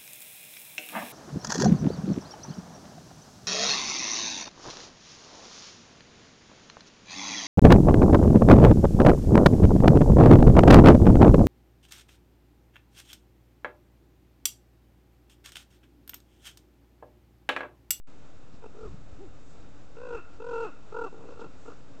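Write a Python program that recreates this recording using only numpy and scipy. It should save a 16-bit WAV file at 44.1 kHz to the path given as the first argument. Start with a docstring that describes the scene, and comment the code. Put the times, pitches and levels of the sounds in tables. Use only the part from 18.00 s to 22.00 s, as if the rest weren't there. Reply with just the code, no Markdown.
"""Light wind, hiss and a thin electronic whine: a small outdoor camera switches on in a forest clearing.
Wings thump and brush dry grass, then ravens on the far side start to squabble. Each call opens as a dry
rattle, swells into a hoarse caw and drops in pitch as it dies; the trees throw it back.
After two caws come a gust, a flurry of wingbeats and one soft coo. From about 2 s the squabble resumes
with three loud caws and ends in a run of quieter ones."""
import sys
import numpy as np
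from scipy import signal
from scipy.fft import rfft, irfft
from scipy.io import wavfile
from scipy.ndimage import uniform_filter1d

SR = 44100
rng = np.random.default_rng(int(sys.argv[2]) if len(sys.argv) > 2 else 0)


def output_pcm(signal):
    """Save a mono or channel-first signal as 16-bit PCM at the path in sys.argv[1].

    Samples are clipped to [-1, 1] before scaling.
    """
    pcm = np.clip(np.atleast_2d(signal).T, -1, 1) * 32767
    wavfile.write(sys.argv[1], SR, np.round(pcm).astype(np.int16))


N = 176400


def amp(db):
    """Decibels to gain."""
    return 10 ** (np.asarray(db) / 20)


def unit(x):
    """Scales to rms 1."""
    return x / np.sqrt(np.mean(x ** 2) + 1e-20)


def curve_at(points, hz):
    """Reads a curve on a log-frequency axis."""
    f, value = np.transpose(points)
    return np.interp(np.log(hz + 1), np.log(f + 1), value)


def add(mix, start_s, sound):
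    """Drops a sound into the mix."""
    part = mix[max(round(start_s * SR), 0):][:len(sound)]
    part += sound[:len(part)]


def noise(eq):
    """Noise coloured by an EQ curve, rms 1."""
    gain = amp(curve_at(eq, np.fft.rfftfreq(N, 1 / SR)))
    return unit(irfft(rfft(rng.standard_normal(N)) * gain, N))


def wander(hz):
    """Smooth random modulation up to a rate, rms 1."""
    rolloff = 1 + (np.fft.rfftfreq(N, 1 / SR) / hz) ** 4
    return unit(irfft(rfft(rng.standard_normal(N)) / rolloff, N))


# Fader ride of the gusts: t/s, level/dB
GUST_RIDE = [(.2, -53.5), (.55, -52), (.8, -52), (.84, -40.5), (.96, -46), (1.0, -45.5), (1.55, -53),
             (1.6, -46), (1.9, -52), (2.8, -51), (3.2, -50), (3.9, -54)]
# Rumble of the gusts: f/Hz, level/dB
GUST_EQ = [(8, -4.5), (25, 7.5), (60, 0.5), (150, -2), (260, -10), (600, -44.5)]
# Bed of distant wind in the trees and camera hiss: f/Hz, level/dB
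AIR_EQ = [(30, -6), (150, -0.5), (215, -7), (280, 1.5), (350, -7.5), (465, -4), (600, -7.5), (1050, -15),
          (1330, -11.5), (1750, -20), (2300, -22), (2660, -20), (2950, -24.5), (6600, -28), (7150, -26),
          (8000, -31)]
# Tones of the camera's electronics: f/Hz, level/dB
WHINE_TONES = [(3672, -80), (4983, -92.5)]


def ambience():
    """Low gusts over a gently wavering bed of air and hiss, with the camera's thin whine."""
    t = np.arange(N) / SR
    gusts = noise(GUST_EQ) * amp(np.interp(t, *np.transpose(GUST_RIDE)) - 4.5)
    air = noise(AIR_EQ) * amp(-54.5 + .96 * wander(hz=4.8))
    whine = sum(np.sqrt(2) * amp(db) * np.sin(2 * np.pi * hz * t) for hz, db in WHINE_TONES)
    return gusts + air + whine


# Wing thumps: t/s, peak level/dB, half-width/s
WING_THUMPS = [(.545, -42, .0015), (.837, -37, .007), (.884, -37, .006), (.899, -42, .004),
               (.915, -41, .004), (.931, -39, .003), (.945, -36, .0025), (1.131, -37, .005),
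               (1.6, -44, .009), (2.15, -39, .008), (3.463, -42, .002)]
# Brushes of dry grass: t/s, half-width/s, level/dB, centre f/Hz
GRASS_BRUSHES = [(0.546, 0.027, -68.5, 4200), (1.5, 0.085, -67, 7100), (3.316, 0.019, -68, 3900),
                 (3.409, 0.018, -62, 3700), (3.65, 0.079, -67.5, 7400)]


def wings(band_octaves=.83):
    """Wings push soft pulses of air; feathers on dry grass make short swishes of bright noise."""
    t, out = np.arange(N) / SR, np.zeros(N)
    for at, db, width in WING_THUMPS:
        spread = ((t - at) / width) ** 2
        out -= amp(db) * (1 - 2 * spread) * np.exp(-np.minimum(spread, 50))
    for at, width, db, hz in GRASS_BRUSHES:
        band_hz = hz * 2 ** (band_octaves * np.arange(-2, 3))
        swish = noise(list(zip(band_hz, (-30, -8, 0, -8, -30))))
        out += amp(db) * swish * np.exp(-np.minimum(((t - at) / width) ** 2, 50))
    return out


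# Pitch envelope of a call, climbing, cresting and settling: t/s from the first beat, pitch/ratio
PITCH_ARCH = [(-.01, .9), (.025, .99), (.07, 1.045), (.11, 1.025), (.15, .995), (.24, 1.0)]
# Colour of the rasp: f/Hz, level/dB
RASP_EQ = [(200, 0), (800, 13), (1400, -3.5), (2700, -2), (7000, 4.5)]
# Colour of the forced voice's hiss: f/Hz, level/dB
HISS_EQ = [(1500, -12), (3200, 4.5), (5000, 0), (8000, -3)]
# Raven cues: first beat t/s, full voice t/s, slew end t/s, dying t/s, base level/dB, swell/dB,
# pitch f/Hz, first beat rate/Hz, beat rate at slew end/Hz, beat width at full voice/cycles,
# second partial/dB, third partial/dB, high overtones/dB, roughness/0-1, echo send/dB
CAW_CUES = [ (.625, .641, .650, .654, -38.5, 5, 470, 61, 56, .22, -4, -9, -7, .48, -6),
            (.750, .850, .845, .861, -36.5, 7.5, 428, 51.5, 42, .44, -11, -3, -20, .16, -1),
            (1.97, 2.139, 2.18, 2.160, -32.5, 6, 483.2, 64.2, 43, .4, -3, 0.5, -4.5, 0.19, 4.5),
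            (2.403, 2.547, 2.42, 2.647, -30.5, 5.5, 464.3, 59.2, 43.3, 0.5, 1, 0.5, -6, 0.11, 1.5),
            (2.926, 2.962, 3.020, 3.055, -33, 5, 448, 48, 38.5, .33, 3.5, 5.5, -10, .22, -5),
            (3.128, 3.149, 3.27, 3.258, -49, -0.5, 446, 57, 69, 0.35, -4, -12, -7, 0.5, -4),
            (3.273, 3.297, 3, 3.325, -40.5, 4, 480.6, 61, 60, 0.26, -2, -5, -9.5, 0.49, 2),
            (3.358, 3.412, 3.435, 3.445, -37.5, 7, 445, 57, 38, .27, 0, 2, -9, .45, -2),
            (3.660, 3.681, 3.681, 3.690, -40, 3, 470, 45, 44, .22, -1, 3.5, -10, .42, -8),
            (3.704, 3.705, 4, 3.722, -47.5, 0.5, 451, 63, 67, 0.23, -8, 9, -9, 0.5, -3)]


def caw(first, full, slew_end, dying, db, swell_db, pitch_hz, first_rate, later_rate, full_width,
        second_db, third_db, overtones_db, rough):
    """A buzz chopped into beats that swell with effort and merge as it dies; gives start, voice, hiss."""
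    attack_s, release_db_per_s, merge_s = .009, 342.5, .025
    sag_hz_per_s, sag_lag_s, sag_knee_s = 3900, .003, .011
    end = dying + .014 + .19 * (dying - first)  # longer calls take longer to die
    t = np.arange(first - attack_s, end, 1 / SR)
    n = len(t)
    effort = np.interp(t, [first, full], [0, 1])
    dying_for = np.maximum(t - dying, 0)
    break_off = (1 + np.tanh((t - dying) / .039)) / 2

    beat_rate = np.interp(t, [first, slew_end], [first_rate, later_rate])
    beats = np.cumsum(beat_rate) / SR - attack_s * first_rate
    stumble = .067 * rough * wander(hz=40.8)[:n]
    beat_pos = (beats + stumble + .5) % 1 - .5  # cycles from the beat's centre
    width = .21 + (full_width - .21) * effort ** 2
    skewed = beat_pos * (1 - .13 * np.sign(beat_pos))  # opens faster than it shuts
    opening = uniform_filter1d(np.exp(-abs(skewed / width) ** 3), size=80)
    gate = 1 - .83 * (1 - opening) * np.exp(-dying_for / merge_s)

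    sag = sag_hz_per_s * sag_knee_s * np.logaddexp(0, (t - dying - sag_lag_s) / sag_knee_s)
    hz = pitch_hz * np.interp(t - first, *np.transpose(PITCH_ARCH)) - sag
    bend_depth = np.interp(effort, [0, 1], [.1183, .0896])
    bend = bend_depth * (np.cos(np.pi * (beat_pos - .15)) ** 2 - .6)  # pitch crests late in each beat
    bend += .26 * rough ** 2 * np.sin(2 * np.pi * beat_pos)  # rough beats slide upward
    jitter = (.016 + .06 * rough) * wander(hz=238)[:n]
    phase = 2 * np.pi * np.cumsum(hz * (1 + bend + jitter)) / SR

    # Effort fills out the body; as the call breaks off, the fundamental thins and the top flares.
    fundamental = amp(-2.5 * break_off ** 2) * np.cos(phase)
    body = amp(second_db) * np.cos(2 * phase) + amp(third_db) * np.cos(3 * phase)
    body *= amp(-3 * (1 - effort))
    top = amp(overtones_db + 10 * break_off) * sum(np.cos(k * phase) for k in range(4, 10))
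    buzz = fundamental + gate ** .3 * (body + top)  # overtones pulse harder
    puffs = 1 + .96 * np.cos(phase)
    rasp = 6 * rough * noise(RASP_EQ)[:n] * puffs
    voice = rasp - np.sqrt(2 * (1 - rough ** 2)) * buzz
    hiss = amp(-27.5 + 4 * break_off) * noise(HISS_EQ)[:n] * puffs

    level = amp(db - swell_db * (1.5 - effort) - release_db_per_s * dying_for)
    level *= amp(2 * rough * wander(hz=45)[:n])  # rough beats are uneven in strength
    level *= gate * np.clip(np.minimum(t - t[0], t[-1] - t) / attack_s, 0, 1)
    return t[0], voice * level, hiss * level


# Formants of throat and beak: f/Hz, level/dB
THROAT_EQ = [(120, -26), (280, 2), (400, -1), (475, 2), (570, -5.5), (720, -10.5), (940, -8.5), (1150, -9),
             (1390, -6.5), (1520, -12), (1750, -27), (2300, -32.5), (2690, -10.5), (3000, -44),
             (4500, -39.5), (8000, -43)]


def throat(voice, size=4096):
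    """Throat and beak resonate, shaping the voice as a causal filter."""
    log_gain = np.log(amp(curve_at(THROAT_EQ, abs(np.fft.fftfreq(size, 1 / SR)))))
    taps = np.fft.ifft(np.exp(signal.hilbert(log_gain).conj())).real[:size // 2]
    return signal.oaconvolve(voice, taps)[:N]


# Colour of the forest's echo: f/Hz, level/dB
ECHO_EQ = [(250, -11), (470, -32.5), (950, -20), (1380, -12), (2700, -8), (6000, -27)]
# Length of its tail: f/Hz, T60/s
ECHO_DECAY = [(300, 0.26), (1400, 0.71), (5000, 0.14)]


def forest_echo(send, build_s=.009):
    """The trees scatter the calls into a diffuse tail that lingers longest in the mids."""
    hz, t, scatter = signal.stft(unit(rng.standard_normal(SR)), SR, nperseg=256)
    tail = amp(-60 * t / curve_at(ECHO_DECAY, hz)[:, None]) * (1 - np.exp(-t / build_s))
    tail /= np.sqrt(SR * np.mean(tail ** 2, 1, keepdims=True))  # equal energy in each band
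    tail *= amp(curve_at(ECHO_EQ, hz))[:, None]
    impulse = signal.istft(scatter * tail, SR, nperseg=256)[1]
    return signal.fftconvolve(send, impulse)[:N]


# Coo cue: t/s, length/s, level/dB, low f/Hz, top f/Hz, overtone/dB
COO_CUE = (1.176, .105, -47, 260, 405, -13)


def coo(start, length, db, low_hz, top_hz, overtone_db):
    """One soft, clean note whose pitch and level arch up and down; gives start, sound."""
    arch = np.sin(np.linspace(0, np.pi, round(length * SR))).clip(0)
    phase = 2 * np.pi * np.cumsum(low_hz + (top_hz - low_hz) * arch ** 1.59) / SR
    tone = np.sin(phase) + amp(overtone_db) * arch ** 2 * np.sin(2 * phase)
    return start, amp(db) * np.sqrt(2 * arch) * tone


def scene():
    """Mono mix: caws with their echo send, the dry coo, wings and ambience."""
    voices, hisses, echo_send = np.zeros((3, N))
    for *cue, send_db in CAW_CUES:
        start, voice, hiss = caw(*cue)
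        add(voices, start, voice)
        add(hisses, start, hiss)
        add(echo_send, start, amp(send_db) * voice)
    direct = throat(voices) + hisses
    add(direct, *coo(*COO_CUE))
    return (direct + forest_echo(throat(echo_send)) + wings() + ambience())[None]


def record(dry):
    """The camera switches on, cuts the high treble and adds a steady DC offset."""
    switch_on_s, cutoff_hz, dc_offset = .072, 8250, -.0156
    on = np.arange(N) / SR > switch_on_s
    lowpass = signal.firwin(121, cutoff_hz, window=("kaiser", 8), fs=SR)
    return dc_offset + signal.oaconvolve(dry * on, lowpass[None], "same")


dry = scene()
out = record(dry)
output_pcm(out)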